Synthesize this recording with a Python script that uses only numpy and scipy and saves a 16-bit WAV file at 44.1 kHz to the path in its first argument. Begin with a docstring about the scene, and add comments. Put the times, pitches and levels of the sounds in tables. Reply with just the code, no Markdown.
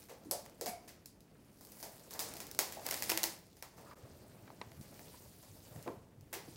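"""A hard-walled kitchen, on one microphone. Scissors are lifted off a stone counter, their steel ringing, and
snip cling film stretched over a bowl; the film snaps and its creases pop and rustle. After a brief dip in level
the scene changes: a bowl stands on a hob, and a towel is drawn over it and patted down with soft hiss and dull
knocks. Further off, the walls answer the clicks over a low room hum; by the hob a deeper hum joins in."""
import sys
import numpy as np
from scipy import signal
from scipy.io import wavfile
from scipy.ndimage import uniform_filter1d

SR = 44100
rng = np.random.default_rng(int(sys.argv[2]) if len(sys.argv) > 2 else 0)


def unload_audio(sound):
    """Save the sound as a 16-bit wav file, at the path given as the first command line argument."""
    columns = np.transpose(np.atleast_2d(sound))
    # keep every value between -1 and 1, then stretch to whole-number steps
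    steps = np.round(np.clip(columns, -1, 1) * 32767)
    wavfile.write(sys.argv[1], SR, steps.astype(np.int16))


N = 289472

# Film snaps, blade clicks and flicks; body, treble and room are relative to the level:
# (time [s], level at 1.5-4 kHz [dB], body under 1.5 kHz [dB], treble over 4 kHz [dB], room [dB])
SNAPS = [(0.02, -51, -17, 1, -7), (0.249, -63, 10, 10, 4), (0.3111, -36, 7.5, 17, -2),
         (0.3969, -62, 7, 16, 4), (0.4545, -54, 2, 8, -5), (0.4616, -42, -13, -2, -11),
         (0.4967, -65, 20, 17, -13), (0.611, -38.5, 4, 10.5, 1), (0.66, -38.5, 11, 11.5, -11),
         (1.0581, -51, -7, 14.5, -4.5), (1.2054, -63.5, 4, 13.5, -1), (1.6098, -62, 17.5, 17, 1.5),
         (1.6494, -60.5, -5, 17, -5), (1.6706, -61, 0, 13, -4.5), (1.7198, -57.5, 6, 15.5, 0),
         (1.7699, -65, 8, 14, -4.5), (1.8277, -41, 5, 7, 4.5), (1.9962, -61, 1, 13, -9),
         (2.1368, -49, 6, 13.5, 2.5), (2.1925, -33.5, -2, 7.5, -16), (2.1979, -48, -2, 19.5, 5.5),
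         (2.338, -47.5, -12, 12.5, -5), (2.3678, -41, -10, 4.5, 1.5), (2.403, -37.5, 1.5, 5, 2),
         (2.4679, -48, -11, 9.5, 0), (2.5132, -54.5, 6, 22, -6), (2.5483, -50, 9, 12, -4),
         (2.59, -20.5, 1.5, 6.5, -3), (2.5955, -31, 2.5, 5.5, 1.5), (2.7234, -36.5, -6, 3.5, 0.5),
         (2.8649, -34, -18, 10.5, -20), (2.8877, -29, -4, 0, -22), (2.9108, -24.5, -5, 3.5, -7.5),
         (2.924, -27.5, -1.5, -3, 0.5), (2.942, -25.5, -20, 0, -10), (3.0232, -26, -4.5, 3, -3),
         (3.0323, -34, -3, 5.5, -8), (3.0388, -43, -18, 12, -7), (3.0943, -23.5, -4.5, 0, 2.5),
         (3.0994, -19, -24, 2, -7.5), (3.1177, -19.5, -1, -4, -6), (3.1746, -20.5, -4, 0.5, -4.5),
         (3.2324, -27.5, -1, 8, 1.5), (3.2388, -20, -6, 2.5, -10), (3.5681, -53.5, 3, 3, 2),
         (3.6249, -35.5, 0.5, 1.5, -2.5), (4.4766, -48, 9, -16, -4.5), (4.5024, -53.5, 18, -18, -16),
         (4.6139, -30, 2.5, -33, -16), (4.7176, -43, -2, -8, -9), (4.9933, -44, 2, -2, -7),
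         (5.4276, -57.5, 9.5, 7, 6), (5.7606, -52.5, 13, 6, -15), (5.8264, -61, 4, 18, -1),
         (5.8768, -36.5, 6, -13, -7), (6.2096, -65, 13, 12, -3.5)]
# Longer scuffs of film, blade or cloth, likewise: (time [s], level [dB], body [dB], treble [dB], room [dB])
SCUFFS = [(0.0852, -57.5, 5, 1, 8), (0.6634, -41.5, 2.5, 6, -2.5), (0.8764, -52, -4, 3.5, 1),
          (1.798, -62, 9.5, 11, -1), (2.1071, -53, 6, 9, -4), (2.137, -66.5, 11, -6, 15.5),
          (2.1923, -45.5, 4, 5.5, 5), (2.8512, -48.5, 5, 0, 7.5), (3.7694, -63.5, 12.5, 2.5, 5),
          (4.809, -60.5, -15, 6.5, 0.5), (6.3278, -39, -0.5, 0, 1.5)]
# Colour of a snap or scuff before its bands are balanced: (frequency [Hz], level [dB])
SNAP_SPECTRUM = [(120, -39.5), (200, 2.5), (925, 1.5), (1280, -6), (2060, -1.5), (2970, -8), (5320, -6),
                 (6870, -8), (11700, -7), (13700, -6), (15600, -5)]
# Its middle, body, treble and top bands: (low edge [Hz], high edge [Hz])
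SNAP_BANDS = [(1500, 4000), (300, 1500), (4000, 8000), (8000, 17000)]
# Blows on the scissors, brighter near the tips: (time [s], level [dB], tilt [dB/octave])
STEEL_BLOWS = [(.311, -51.5, 10.5), (.66, -53, -8), (.688, -63, 12.5), (1.058, -72, 9)]
# Modes of the blades: (frequency [Hz], relative level [dB], t60 [s])
STEEL_MODES = [(2250, -10, 0.39), (4830, -2, 0.28), (7940, 2, 0.15), (9650, -3, 0.25), (11400, 2, 0.1),
               (12800, -6, 0.088)]
# Knocks on counter, roll and bowl: (time [s], relative level [dB], pitch [Hz], t60 [s], width [x pitch])
KNOCKS = [(0.101,-50.5,490,0.32,0.57), (0.255,-44,277,0.13,0.15), (0.312,-37.5,535,0.24,0.61),
          (0.612,-37.5,447,0.19,0.34), (0.662,-39.5,703,0.35,0.14), (0.665,-44,208,0.12,0.31),
          (1.83,-52.5,640,0.29,0.24), (2.592,-33.5,930,0.031,0.15), (2.768,-44,684,0.21,0.35),
          (3.104,-45,330,0.32,0.025), (3.12,-41,960,0.13,0.24), (3.177,-46,600,0.073,0.25),
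          (3.243,-41,726,0.059,0.85), (3.245,-51,333.7,0.2,0.03), (3.627,-55.5,901,0.24,0.77),
          (3.86,-56.5,1010,0.38,0.85), (3.912,-48.5,1080,0.1,0.62), (3.982,-58,450,0.17,0.55),
          (4.479,-49,895,0.021,1.2), (4.503,-54,900,0.03,0.65), (4.615,-38,593,0.034,1.7),
          (4.808,-43,175,0.054,0.4), (5.0,-54,600,0.11,0.66), (5.138,-55.5,985,0.11,0.075),
          (5.754,-43,129,0.19,0.4), (5.861,-40.5,370,0.25,0.96), (5.873,-35,330,0.12,0.87),
          (5.876,-39,996,0.057,0.28), (6.363,-41.5,377,0.081,0.3), (6.477,-41.5,200,0.047,1.1)]
# Film and cloth on the move: (time [s], rustle level [dB], hand rub level [dB])
HANDLING = [(0.0, -63.5, -64.5), (0.09, -72.5, -76), (0.35, -75.5, -63.5), (0.84, -75, -67.5),
            (1.199, -87, -74.5), (1.55, -75, -69.5), (1.79, -69, -65.5), (2.15, -66.5, -65.5),
            (2.28, -53.5, -55.5), (2.5, -72, -60), (2.68, -58, -61.5), (2.81, -62.5, -60.5),
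            (2.92, -50.5, -54.5), (3.32, -59, -64), (3.42, -72, -71), (3.65, -78, -81),
            (3.84, -68.5, -63.5), (3.98, -72, -65.5), (4.73, -73, -67), (5.04, -65, -63.5),
            (5.46, -70, -70.5), (5.8, -66.5, -61), (6.16, -88.5, -74), (6.5, -66, -66)]
# Colour of the rustle: (frequency [Hz], level [dB])
RUSTLE_SPECTRUM = [(710, -38), (1200, -13), (1290, -15.5), (2060, -9), (3140, -8.5), (4700, -3),
                   (9000, -13), (11700, -33), (19800, -120)]
# Extra rustle above 9 kHz: (time [s], relative level [dB])
RUSTLE_AIR = [(0.0, 0.5), (0.5, 0), (1.3, -3), (1.8, 10), (2.3, -5), (3.1, 2), (3.5, -3), (4.5, -0.5),
              (5.4, 2.5), (6.5, 0.5)]
# Colour of rubbing palms: (frequency [Hz], level [dB])
RUB_SPECTRUM = [(120, -27.5), (200, -18.5), (447, -4), (680, -3.5), (744, -11), (824, -7.5), (1030, -12.5),
                (3000, -20), (3900, -31.5), (6600, -120)]
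# Decay of the kitchen: (frequency [Hz], t60 [s])
KITCHEN_DECAY = [(250, 0.26), (660, 0.57), (1740, 0.39), (4590, 0.36), (12100, 0.25), (15500, 0.24)]
# Colour of the room tone: (frequency [Hz], level [dB])
HUM_SPECTRUM = [(15, -60), (25, -5.5), (126, -4.5), (189, -3), (254, -17), (299, -11.5), (380, -22.5),
                (435, -12.5), (570, -37), (688, -29), (15700, -36.5)]

CUTTING_S, HOB_S = 1.3, 3.951  # the snipping starts; the scene changes to the hob


def snaps_and_scuffs():
    """Taut film lets go and blades click in short snaps; sliding surfaces give longer, rougher scuffs."""
    snaps = bursts(SNAPS, decay_ms=1.3, rise_ms=.15, top_db=3, grain_db=2.5)
    scuffs = bursts(SCUFFS, decay_ms=14, rise_ms=1.5, top_db=2.5, grain_db=4.5)
    return snaps + scuffs


def bursts(rows, decay_ms, rise_ms, top_db, grain_db):
    """Decaying noise bursts, each with its own colour, reach the microphone direct and off the walls."""
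    direct, to_walls = np.zeros(N), np.zeros((2, len(SNAP_BANDS), N))
    ms = np.arange(4000) * 1000 / SR
    shape = .5 * np.exp(-ms / decay_ms) * (1 - np.exp(-ms / rise_ms))
    click = colour(signal.unit_impulse(1024), SNAP_SPECTRUM)
    click_bands = [band(click, *edges) for edges in SNAP_BANDS]
    noise = rng.standard_normal((len(rows), len(SNAP_BANDS), len(ms)))
    # slips: the level jumps about every millisecond, in all bands at once
    noise *= gain_of(grain_db * np.repeat(rng.standard_normal((len(rows), 1, 100)), 40, axis=2))
    for k, (s, db, body_db, treble_db, room_db) in enumerate(rows):
        dull_db = -2 if s < CUTTING_S else 0  # steel on stone has less top octave
        band_db = db + np.array([0, body_db, treble_db, treble_db + top_db + dull_db])
        strengths = np.linalg.norm(shape) * gain_of(band_db)
        for b, (part, strength) in enumerate(zip(click_bands, strengths)):
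            burst = signal.oaconvolve(shape * noise[k, b], part)
            add(direct, s, strength * burst / np.linalg.norm(burst))
            # the walls hear the film from all sides, so only its broad colour reaches them
            sent = gain_of(room_db) * strength * part / np.linalg.norm(part)
            add(to_walls[k % 2, b], s + decay_ms / 2000, sent)  # two paths alternate
    return direct + sum(kitchen(path) for path in to_walls.reshape(-1, N))


def scissors():
    """The loose blades rattle: the same steel modes ring, blurred, at every blow."""
    out, t = np.zeros(N), np.arange(SR // 2) / SR
    for s, db, tilt_db in STEEL_BLOWS:
        noise = rng.standard_normal(len(t))
        for hz, mode_db, t60 in STEEL_MODES:
            level_db = db + mode_db + tilt_db * np.log2(hz / 5000) - 60 * t / t60
            add(out, s, gain_of(level_db) * blurred_ring(hz, .07 * hz, noise))
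    return out


def knocks():
    """A soft blow on counter, roll or bowl rings a crowd of damped low modes around its pitch."""
    out, t = np.zeros(N), np.arange(SR // 2) / SR
    attack = 1 - np.exp(-t / 0.00086)
    for s, db, hz, t60, width in KNOCKS:
        shape = attack * gain_of(-60 * (t / t60) ** 1.266)  # a hand stifles the end
        ring = blurred_ring(hz, width * hz, rng.standard_normal(len(t))) * shape
        add(out, s, 0.64 * gain_of(db) * ring * np.linalg.norm(shape) / np.linalg.norm(ring))
    return out


def handling():
    """Film and towel rustle, palms rub, and the movement stirs the air."""
    t = np.arange(N) / SR
    times, *levels = np.transpose(HANDLING)
    rustle_db, rub_db = (np.interp(t, times, level) for level in levels)
    air_db = np.interp(t, *np.transpose(RUSTLE_AIR))
    clicks_db = np.where(t < HOB_S, -1, -7.5)  # film pops, cloth mostly hisses
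    pops = patchy(crackle(per_s=600, clicks_db=clicks_db), depth_db=2.0)
    air = gain_of(air_db) * unit_rms(band(pops, 9000, 18000))
    rustle = unit_rms(colour(pops, RUSTLE_SPECTRUM)) + air
    rub = patchy(colour(crackle(per_s=790, clicks_db=-5.5), RUB_SPECTRUM), depth_db=2.5)
    stir = unit_rms(band(rng.standard_normal(N), 65, 339))
    stir_db = -62.5 + .45 * (rub_db + 65)  # swells with the rub
    return (rustle + creases()) * gain_of(rustle_db) + rub * gain_of(rub_db) + stir * gain_of(stir_db)


def creases(per_s=110, decay_ms=.14):
    """Single creases pop out of the rustle, each at its own pitch, and the walls answer."""
    size_db = 18 + 3.5 * np.minimum(rng.exponential(1, N), 3)
    kicks = gain_of(size_db) * (rng.random(N) < per_s / SR)
    pitches_hz, t = np.linspace(4500, 15500, 12), np.arange(256) / SR
    pitch_index = rng.integers(0, len(pitches_hz), N)
    age = t * 1000 / decay_ms
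    pops = [np.sin(2 * np.pi * hz * t) * np.sqrt(age) * np.exp(-age) for hz in pitches_hz]
    direct = sum(signal.oaconvolve(kicks * (pitch_index == k), pop)[:N] for k, pop in enumerate(pops))
    return direct + gain_of(-5.0) * kitchen(direct)


def crackle(per_s, clicks_db):
    """Tiny clicks of uneven size, their level set against a smooth hiss."""
    size = gain_of(3 * np.minimum(rng.exponential(1, N), 4)) * rng.choice([-1., 1.], N)
    clicks = unit_rms(size * (rng.random(N) < per_s / SR))
    share = gain_of(clicks_db)
    return (share * clicks + rng.standard_normal(N)) / np.sqrt(1 + share ** 2)


def kitchen(x):
    """The hard walls send back sparse reflections of random sign, each band dying at its own speed."""
    taps = np.zeros(SR // 2)
    slots = np.arange(120, len(taps) - 12, 12)
    taps[slots + rng.integers(0, 12, len(slots))] = rng.choice([-1., 1.], len(slots))
    hz, t, spectrum = signal.stft(taps, SR, nperseg=128)
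    decay = gain_of(-60 * t / value_at(KITCHEN_DECAY, hz)[:, None])
    tail = signal.istft(spectrum * decay, SR, nperseg=128)[1]
    return signal.fftconvolve(x, tail / np.linalg.norm(tail))[:N]


def room_hum(room_db=-67, hob_db=-62.5):
    """Low room tone throughout, and a deeper, wavering hum with the microphone near the hob."""
    room = unit_rms(colour(rng.standard_normal(N), HUM_SPECTRUM))
    hob = patchy(blurred_ring(hz=93.4, width_hz=70, noise=rng.standard_normal(N)), depth_db=4.5)
    return gain_of(room_db) * room + gain_of(hob_db) * hob * (np.arange(N) / SR > HOB_S)


def blurred_ring(hz, width_hz, noise):
    """Noise through a steep resonance: a ring too damped and crowded to be a clean tone."""
    radius = np.exp(-np.pi * width_hz / SR)
    section = [1, 0, -1, 1, -2 * radius * np.cos(2 * np.pi * hz / SR), radius ** 2]
    return unit_rms(signal.sosfilt([section, section], noise))


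def patchy(x, depth_db):
    """The level wanders in patches of time and pitch, as when folds come and go."""
    spectrum = signal.stft(x, nperseg=256)[2]
    patches = uniform_filter1d(rng.standard_normal(spectrum.shape), size=14, axis=0)
    patches = unit_rms(uniform_filter1d(patches, size=9, axis=1))
    return unit_rms(signal.istft(spectrum * gain_of(depth_db * patches), nperseg=256)[1][:N])


def colour(x, spectrum):
    """Minimum-phase filter with the given spectrum."""
    hz = abs(np.fft.fftfreq(4096, 1 / SR))
    log_gain = np.log(gain_of(np.maximum(value_at(spectrum, hz), -100)))
    taps = np.fft.ifft(np.exp(np.conj(signal.hilbert(log_gain)))).real[:2048]
    return signal.oaconvolve(x, taps)[:len(x)]


def band(x, low_hz, high_hz):
    """Second-order band-pass."""
    return signal.sosfilt(signal.butter(2, [low_hz, high_hz], "band", fs=SR, output="sos"), x)


def value_at(table, hz):
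    """Interpolates a table over log frequency."""
    table_hz, values = np.transpose(table)
    return np.interp(np.log(hz + 1), np.log(table_hz + 1), values)


def gain_of(db):
    """dB to amplitude."""
    return 10 ** (np.asarray(db) / 20)


def unit_rms(x):
    """Scales to rms 1."""
    return x / np.sqrt(np.mean(x ** 2) + 1e-20)


def add(mix, s, sound):
    """Mixes a sound in at second s."""
    part = mix[round(s * SR):][:len(sound)]
    part += sound[:len(part)]


def scene():
    """The work at the bowl, the walls' answer and the hum behind it, in mono."""
    struck = knocks() + scissors()
    film = snaps_and_scuffs()
    background = room_hum() + gain_of(-10.5) * kitchen(struck)
    return (film + struck + handling() + background)[None]


def record(dry):
    """The microphone loses deep bass; the level dips briefly where the scene changes; the top ends at 15.9 kHz."""
    low_cut = signal.sosfilt(signal.butter(2, 36, "high", fs=SR, output="sos"), dry)
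    dip = np.clip(abs(np.arange(N) / SR - HOB_S) / .016, .08, 1) ** 1.08  # 16 ms either side
    low_pass = signal.firwin(511, 15900, window=("kaiser", 9), fs=SR)
    return signal.oaconvolve(low_cut * dip, low_pass[None], "same")


dry = scene()
out = record(dry)
unload_audio(out)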